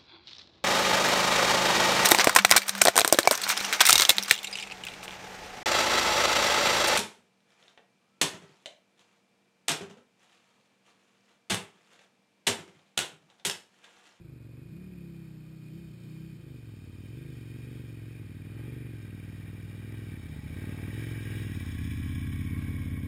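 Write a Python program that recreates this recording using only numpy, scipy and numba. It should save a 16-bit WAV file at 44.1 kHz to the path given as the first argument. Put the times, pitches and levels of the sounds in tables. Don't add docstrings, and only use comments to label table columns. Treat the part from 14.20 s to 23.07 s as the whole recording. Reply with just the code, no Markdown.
import sys
import numpy as np
from scipy import signal
from scipy.fft import rfft, irfft
from scipy.io import wavfile
from scipy.ndimage import uniform_filter1d
from numba import njit

SR = 44100
rng = np.random.default_rng(int(sys.argv[2]) if len(sys.argv) > 2 else 0)


def voltage_ratio(level):
    return 10 ** (np.asarray(level, float) / 20)


def to_wav(sig):
    pcm = np.clip(np.atleast_2d(sig), -1, 1) * 32767
    pcm = np.round(pcm).astype(np.int16)
    wavfile.write(sys.argv[1], SR, pcm.T)


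N = 391166
TIME_S = np.arange(N) / SR

# start_s, engine_cycles_hz
PLOD = [(0.0, 28.852), (0.242, 22.098), (0.816, 29.369), (2.156, 28.603), (2.671, 17.774), (3.354, 22.023),
        (4.09, 18.901), (5.701, 20.366), (6.218, 13.713), (6.635, 17.136), (7.114, 19.628), (7.582, 15.506),
        (8.87, 16.712)]
# top_s, revs_gained_hz, bell_width_s
THROTTLE_TWISTS = [(0.628, 8.949, 0.109), (0.947, 3.929, 0.169), (1.336, 2.754, 0.08),
                   (1.598, 4.842, 0.071), (1.937, 3.189, 0.065), (2.076, 3.63, 0.051),
                   (3.035, 6.371, 0.099), (3.574, 2.816, 0.17), (3.947, 3.258, 0.065),
                   (4.552, 4.817, 0.162), (5.846, 2.07, 0.095), (6.453, 3.514, 0.089),
                   (6.835, 3.971, 0.147), (7.239, 1.791, 0.077), (8.196, 1.1, 0.387)]
TWIST_LOADS = [0.3, 1.5, -.3, 2.5, 1.7, 2.5, 1.5, 0.75, 0.5, 3, 1.5, 2, 2, 2.4, -0.03]
# start_s, nearness_db, water_thrown_db
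APPROACH = [(0, -22, -29), (.5, -18, -4), (1.5, -19, 2.5), (2.7, -15, 1.5), (3.4, -10.5, 1.5),
            (4.2, -11.5, -1), (5.3, -8, 0), (6.2, -6.5, 0.5), (7.0, 0, 1.5), (7.7, -.5, 3), (8.3, 0, -4),
            (8.87, -2.5, -4)]
FAR_NEAR_PAST = [2.1, 7.01, 8.2]
FIRING = [0, .396]

GAS_SURGES = [(-0.037, 0.012, 3.02, 0.77, 1.52), (0.174, 0.039, 2.56, 3.5, 0.6),
              (0.357, 0.015, 3.1, 1.3, 2.37), (0.518, 0.056, 2.4, 2.1, 0.91), (0.801, 0.093, 3, 0.33, 1.77)]
VALVE_PUFFS = [(0, -0.3, 0.15, -0.63), (0.396, -0.046, 0.66, -0.28)]
# pitch_hz, width_hz, front_size, revved_size, behind_size
PIPE_RINGS = [(111.8, 9.9, 2.1, 4.5, 4), (139.2, 45.5, 3.46, 1.4, 0), (293, 52, 0.026, 2.1, -1.96),
              (363, 72, 0.21, -4, 0.3)]
# delay_ms, front_size, revved_size, behind_size
PIPE_ECHOES = [(10.434, 0.77, 1.28, 0.69), (16.15, -0.41, 1.45, -0.33), (20.655, -0.82, -0.74, -0.65),
               (27.2, -0.044, -0.94, 0.19)]
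# pitch_hz, width_hz, level_db
SILENCER = [(158.4, 8.7, -1), (243, 18.6, -4.5), (308, 3.8, -4.5), (429, 33.4, 0.5), (200, 28, -13.5)]
# order_per_cycle, level_db
REVVED_ORDERS = [(2, 6.5), (3, -15), (4, 2), (7, -6)]
# order_per_cycle, level_db
PLODDING_ORDERS = [(3, -1.5), (7, -1), (10, 3.5), (11, 1.5), (12, 4.5), (13, 3.5), (15, 2.5), (18, 3)]
# time_s, level_db, bell_width_s
BODY_SHADE = [
    (7.9, -11.5, 0.29),
    (8.6, -5.5, 0.5),
]

# start_s, upper_pitch_hz, lower_pitch_hz
CLATTER_RINGS = [
    (0.0, 2440, 1640),
    (3.65, 2405, 1635),
    (6.35, 2278, 1607),
    (7.78, 2306, 1726),
    (8.3, 2212, 1670),
]
# pitch_hz, width_hz, far_db, near_db, past_db
CASE_RINGS = [(1897, 223, -11, -1.5, -5), (2008, 220, -14, -10, -8.5), (2175, 124, -6, -1.5, -8.5)]
# pitch_hz, width_hz, far_db, near_db, past_db
SPRAY_RINGS = [(3123, 123, 6.5, 1, 5), (3727, 172, 4, 3, -3), (3453, 270, -1, 0.5, 4.5),
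               (4700, 1630, -1.5, -9.5, -15), (5220, 420, -9.5, -4, -3), (2800, 11, -30, -9, -25)]
# pitch_hz, width_hz, far_db, near_db, past_db
CHURN_RINGS = [(1084, 79, -22, 2.5, 11), (833, 72, -12, 4, -16), (517, 310, -3, 6.5, -25),
               (960, 1610, -3.5, 1.5, -1), (1210, 54, -3, -2, -32)]
# time_s, level_db, bell_width_s
SPLASHES = [
    (4.4, 5.5, 0.1),
    (6.5, 3, 0.13),
    (8.43, 3.5, 0.11),
]
# pitch_hz, density_db_per_hz
HISS_COLOUR = [(250, -32), (450, 0.5), (800, -11.5), (1500, -10), (2050, -17.5), (2400, -11), (2800, -16.5),
               (4000, -14.5), (5900, -14.5)]
# start_s, pitch_hz, level_db
AIR_POCKETS = [
    (6.47, 551, -60),
    (6.54, 700, -62),
    (6.585, 656, -62),
    (6.77, 827, -71),
]


def level(x, db):
    return x * voltage_ratio(db) / np.sqrt(np.mean(x ** 2))


def curves(table):
    s, *columns = np.transpose(table)
    return [np.interp(TIME_S, s, column) for column in columns]


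def far_near_past(values):
    return np.interp(TIME_S, FAR_NEAR_PAST, values)


def bump(cycle, at, width):
    return np.exp(-.5 * (((cycle - at + .5) % 1 - .5) / width) ** 2)


def bells(at, size, width):
    coarse_s = np.arange(0, N + 64, 64) / SR
    total = size @ np.exp(-.5 * ((coarse_s - at[:, None]) / width[:, None]) ** 2)
    return np.interp(TIME_S, coarse_s, total)


def cut(x, hz, kind, order):
    return signal.sosfiltfilt(signal.butter(order, hz, kind, fs=SR, output="sos"), x)


@njit
def svf(x, hz, width):
    y, band, low = np.empty(len(x)), 0., 0.
    for i in range(len(x)):
        g, k = np.tan(np.pi * hz[i] / SR), width / hz[i]
        v = (band + g * (x[i] - low)) / (1 + g * (g + k))
        band, low, y[i] = 2 * v - band, low + 2 * g * v, k * v
    return y


def resonate(x, hz, width_hz):
    return svf(x, hz * np.ones(N), float(width_hz))


def resonate_twice(x, hz, width_hz):
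    return resonate(resonate(x, hz, width_hz), hz, width_hz)


def ring(x, modes):
    return sum(voltage_ratio(far_near_past(db)) * resonate_twice(x, hz, 1.5 * width) for hz, width, *db in modes)


def walk(rate):
    k = int(SR / rate)
    steps = np.repeat(rng.standard_normal(N // k + 1), k)
    return uniform_filter1d(uniform_filter1d(steps, k), k)[:N]


def grains(rate, spread_db, ms):
    hit = (rng.random(N) < rate / SR) * voltage_ratio(spread_db * rng.exponential(size=N))
    lumps = signal.lfilter([1], [1, -np.exp(-1000 / (ms * SR))], hit)
    return level(rng.standard_normal(N) * (1 + lumps), 0)


def revving(hz):
    return np.clip((hz - 25) / 5, 0, 1)


def exhaust(hz, cycle, behind, bark_db, ring_db):
    scatter_db, crack_ms, echo_ms = 1.29, 0.74, 0.8
    fast = revving(hz)
    share = np.array([1 - fast - behind, fast, behind])
    chance = voltage_ratio(scatter_db * rng.standard_normal((1200, 2)))
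    stroke = chance[np.floor(5 * cycle + 5.7).astype(int)].T
    surge_luck, crack_luck = uniform_filter1d(stroke, size=150)

    sound = surge_luck * sum(np.dot(size, share) * bump(cycle, at, width) for at, width, *size in GAS_SURGES)
    cracks = [crack_luck * bump(cycle, at, crack_ms * hz / 1000) for at in FIRING]
    dull = sum(crack_luck * bump(cycle, at, echo_ms * hz / 1000) for at in FIRING)
    both = sum(cracks)
    for (_, *size), crack in zip(VALVE_PUFFS, cracks):
        sound += np.dot(size, share) * crack
    for pitch_hz, width_hz, *size in PIPE_RINGS:
        sound += np.dot(size, share) * resonate(both, pitch_hz, width_hz)
    for delay_ms, *size in PIPE_ECHOES:
        sound += np.dot(size, share) * np.roll(dull, int(delay_ms * SR / 1000))
    sound += voltage_ratio(ring_db) * sum(voltage_ratio(db) * resonate(both, f, width) for f, width, db in SILENCER)

    sound = cut(cut(sound, 65.2, "high", order=2), 438, "low", order=2)
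    sound += (voltage_ratio(bark_db) - 1) * cut(sound, 315, "high", order=2)
    return sound / np.sqrt(uniform_filter1d(sound ** 2, size=SR // 5) + 1e-9)


def heard(pipe, hz, behind):
    fast = revving(hz)
    for orders, share in (REVVED_ORDERS, fast), (PLODDING_ORDERS, 1 - fast - behind):
        pipe = pipe + sum((voltage_ratio(db * share) - 1) * resonate(pipe, round(k) * hz, 12) for k, db in orders)
    shade_db = -0.5 + bells(*np.transpose(BODY_SHADE))
    return pipe + (voltage_ratio(shade_db) - 1) * cut(pipe, 361, "high", order=3)


def clatter(beat):
    rattle = grains(500, 0.26, 0.63) * beat
    upper_hz, lower_hz = curves(CLATTER_RINGS)
    upper = resonate_twice(rattle, upper_hz, 190)
    lower = resonate_twice(rattle, lower_hz, 150)
    whole = upper + voltage_ratio(far_near_past([-9, -1, -4])) * lower + ring(rattle, CASE_RINGS)
    return whole / np.sqrt(uniform_filter1d(whole ** 2, size=SR))


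def thrown_spray(beat):
    return level(ring(grains(500, 0.67, 0.34) * beat * voltage_ratio(1.1 * walk(15)), SPRAY_RINGS), 0)


def gear_whine(hz):
    return level(resonate_twice(rng.standard_normal(N), 138 * hz, 190), -10)


def churned_water():
    return level(ring(grains(400, 0.64, 0.69), CHURN_RINGS), 0)


def camera_hiss():
    f = np.fft.rfftfreq(N, 1 / SR) + 1
    pitch_hz, density_db = np.transpose(HISS_COLOUR)
    colour = voltage_ratio(np.interp(np.log(f), np.log(pitch_hz), density_db))
    return level(irfft(rfft(rng.standard_normal(N)) * colour, N), -64.5)


def glugs():
    swell_s, glide = 0.025, 0.074
    at, hz, db = np.transpose(AIR_POCKETS)[:, :, None]
    age = np.clip(TIME_S - at, 0, 1) / swell_s
    turn = 2 * np.pi * hz * swell_s * age * (1 + glide * age / 4)
    return np.sum(voltage_ratio(db) * age * np.exp(1 - age) * np.sin(turn), axis=0)


def tailpipe_jet(cycle):
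    facing_s, swell_s = 8.7, 0.31
    puffs = .4 + sum(bump(cycle, at + .05, 0.049) for at in FIRING)
    gas = resonate_twice(rng.standard_normal(N) * puffs, 435, 200)
    return level(gas, -59) * np.exp(-.5 * ((TIME_S - facing_s) / swell_s) ** 2)


def scene():
    top_s, gain_hz, width_s = np.transpose(THROTTLE_TWISTS)
    hz = curves(PLOD)[0] + bells(top_s, gain_hz, width_s)
    load_db = bells(top_s - .05, np.array(TWIST_LOADS), width_s)
    near_db, wake_db = curves(APPROACH)
    cycle = np.cumsum(hz) / SR - .362
    octaves = np.log2(hz / 20)
    behind = np.clip((TIME_S - 7.2) / .5, 0, 1)

    pipe_db = -37 + 0.53 * near_db + 2 * octaves + load_db + 5 * behind
    bark_db = -1.5 + 1.26 * load_db - 3.5 * behind
    ring_db = 12.5 - 5.5 * octaves - 3.5 * behind
    clatter_db = -51.5 + near_db + 1.24 * load_db + octaves
    spray_db = -56 + near_db + wake_db + 0.43 * load_db
    churn_db = -60.5 + 0.48 * near_db + 0.2 * wake_db + bells(*np.transpose(SPLASHES))

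    beat = 1 + (.15 + .55 * behind) * (bump(cycle, .85, .06) + .4 * bump(cycle, .3, .06))
    mix = heard(exhaust(hz, cycle, behind, bark_db, ring_db), hz, behind) * voltage_ratio(pipe_db)
    mix += clatter(beat) * voltage_ratio(clatter_db)
    mix += (thrown_spray(beat) + gear_whine(hz) * voltage_ratio(load_db)) * voltage_ratio(spray_db)
    mix += churned_water() * voltage_ratio(churn_db)
    return (mix + camera_hiss() + glugs() + tailpipe_jet(cycle))[None]


def slow_converter(x):
    hold_hz = 12000
    slow = signal.resample_poly(cut(x, 5646, "low", order=7), hold_hz, SR)
    return signal.resample_poly(np.repeat(slow, 4), SR, 4 * hold_hz)


def gate_treble(x):
    f, _, z = signal.stft(x, SR, nperseg=2048)
    power, f = np.abs(z) ** 2, f[:-1, None]
    band = np.repeat(power[:-1].reshape(64, 16, -1).mean(axis=1), 16, axis=0)
    around = uniform_filter1d(power, size=181, axis=0)[:-1]
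    z[:-1] *= (band > around * voltage_ratio(2 * -11.0)) | (f < 3900)
    fine = np.repeat(power[:-1].reshape(128, 8, -1).mean(axis=1), 8, axis=0)
    usual = uniform_filter1d(np.median(power[400:700], axis=0), size=9)
    bar_db = -9 + 0.79 * (f - 5400) / 1000 + 3 * (f > 14700)
    z[:-1] *= (fine > usual * voltage_ratio(2 * bar_db)) | (f < 5400)
    return signal.istft(z, SR, nperseg=2048)[1][:N]


def roll_off(x):
    return signal.sosfilt(signal.butter(12, 15440, fs=SR, output="sos"), x)


def record(dry):
    mix = gate_treble(slow_converter(dry[0]))[None]
    return roll_off(mix)


dry = scene()
out = record(dry)
to_wav(out)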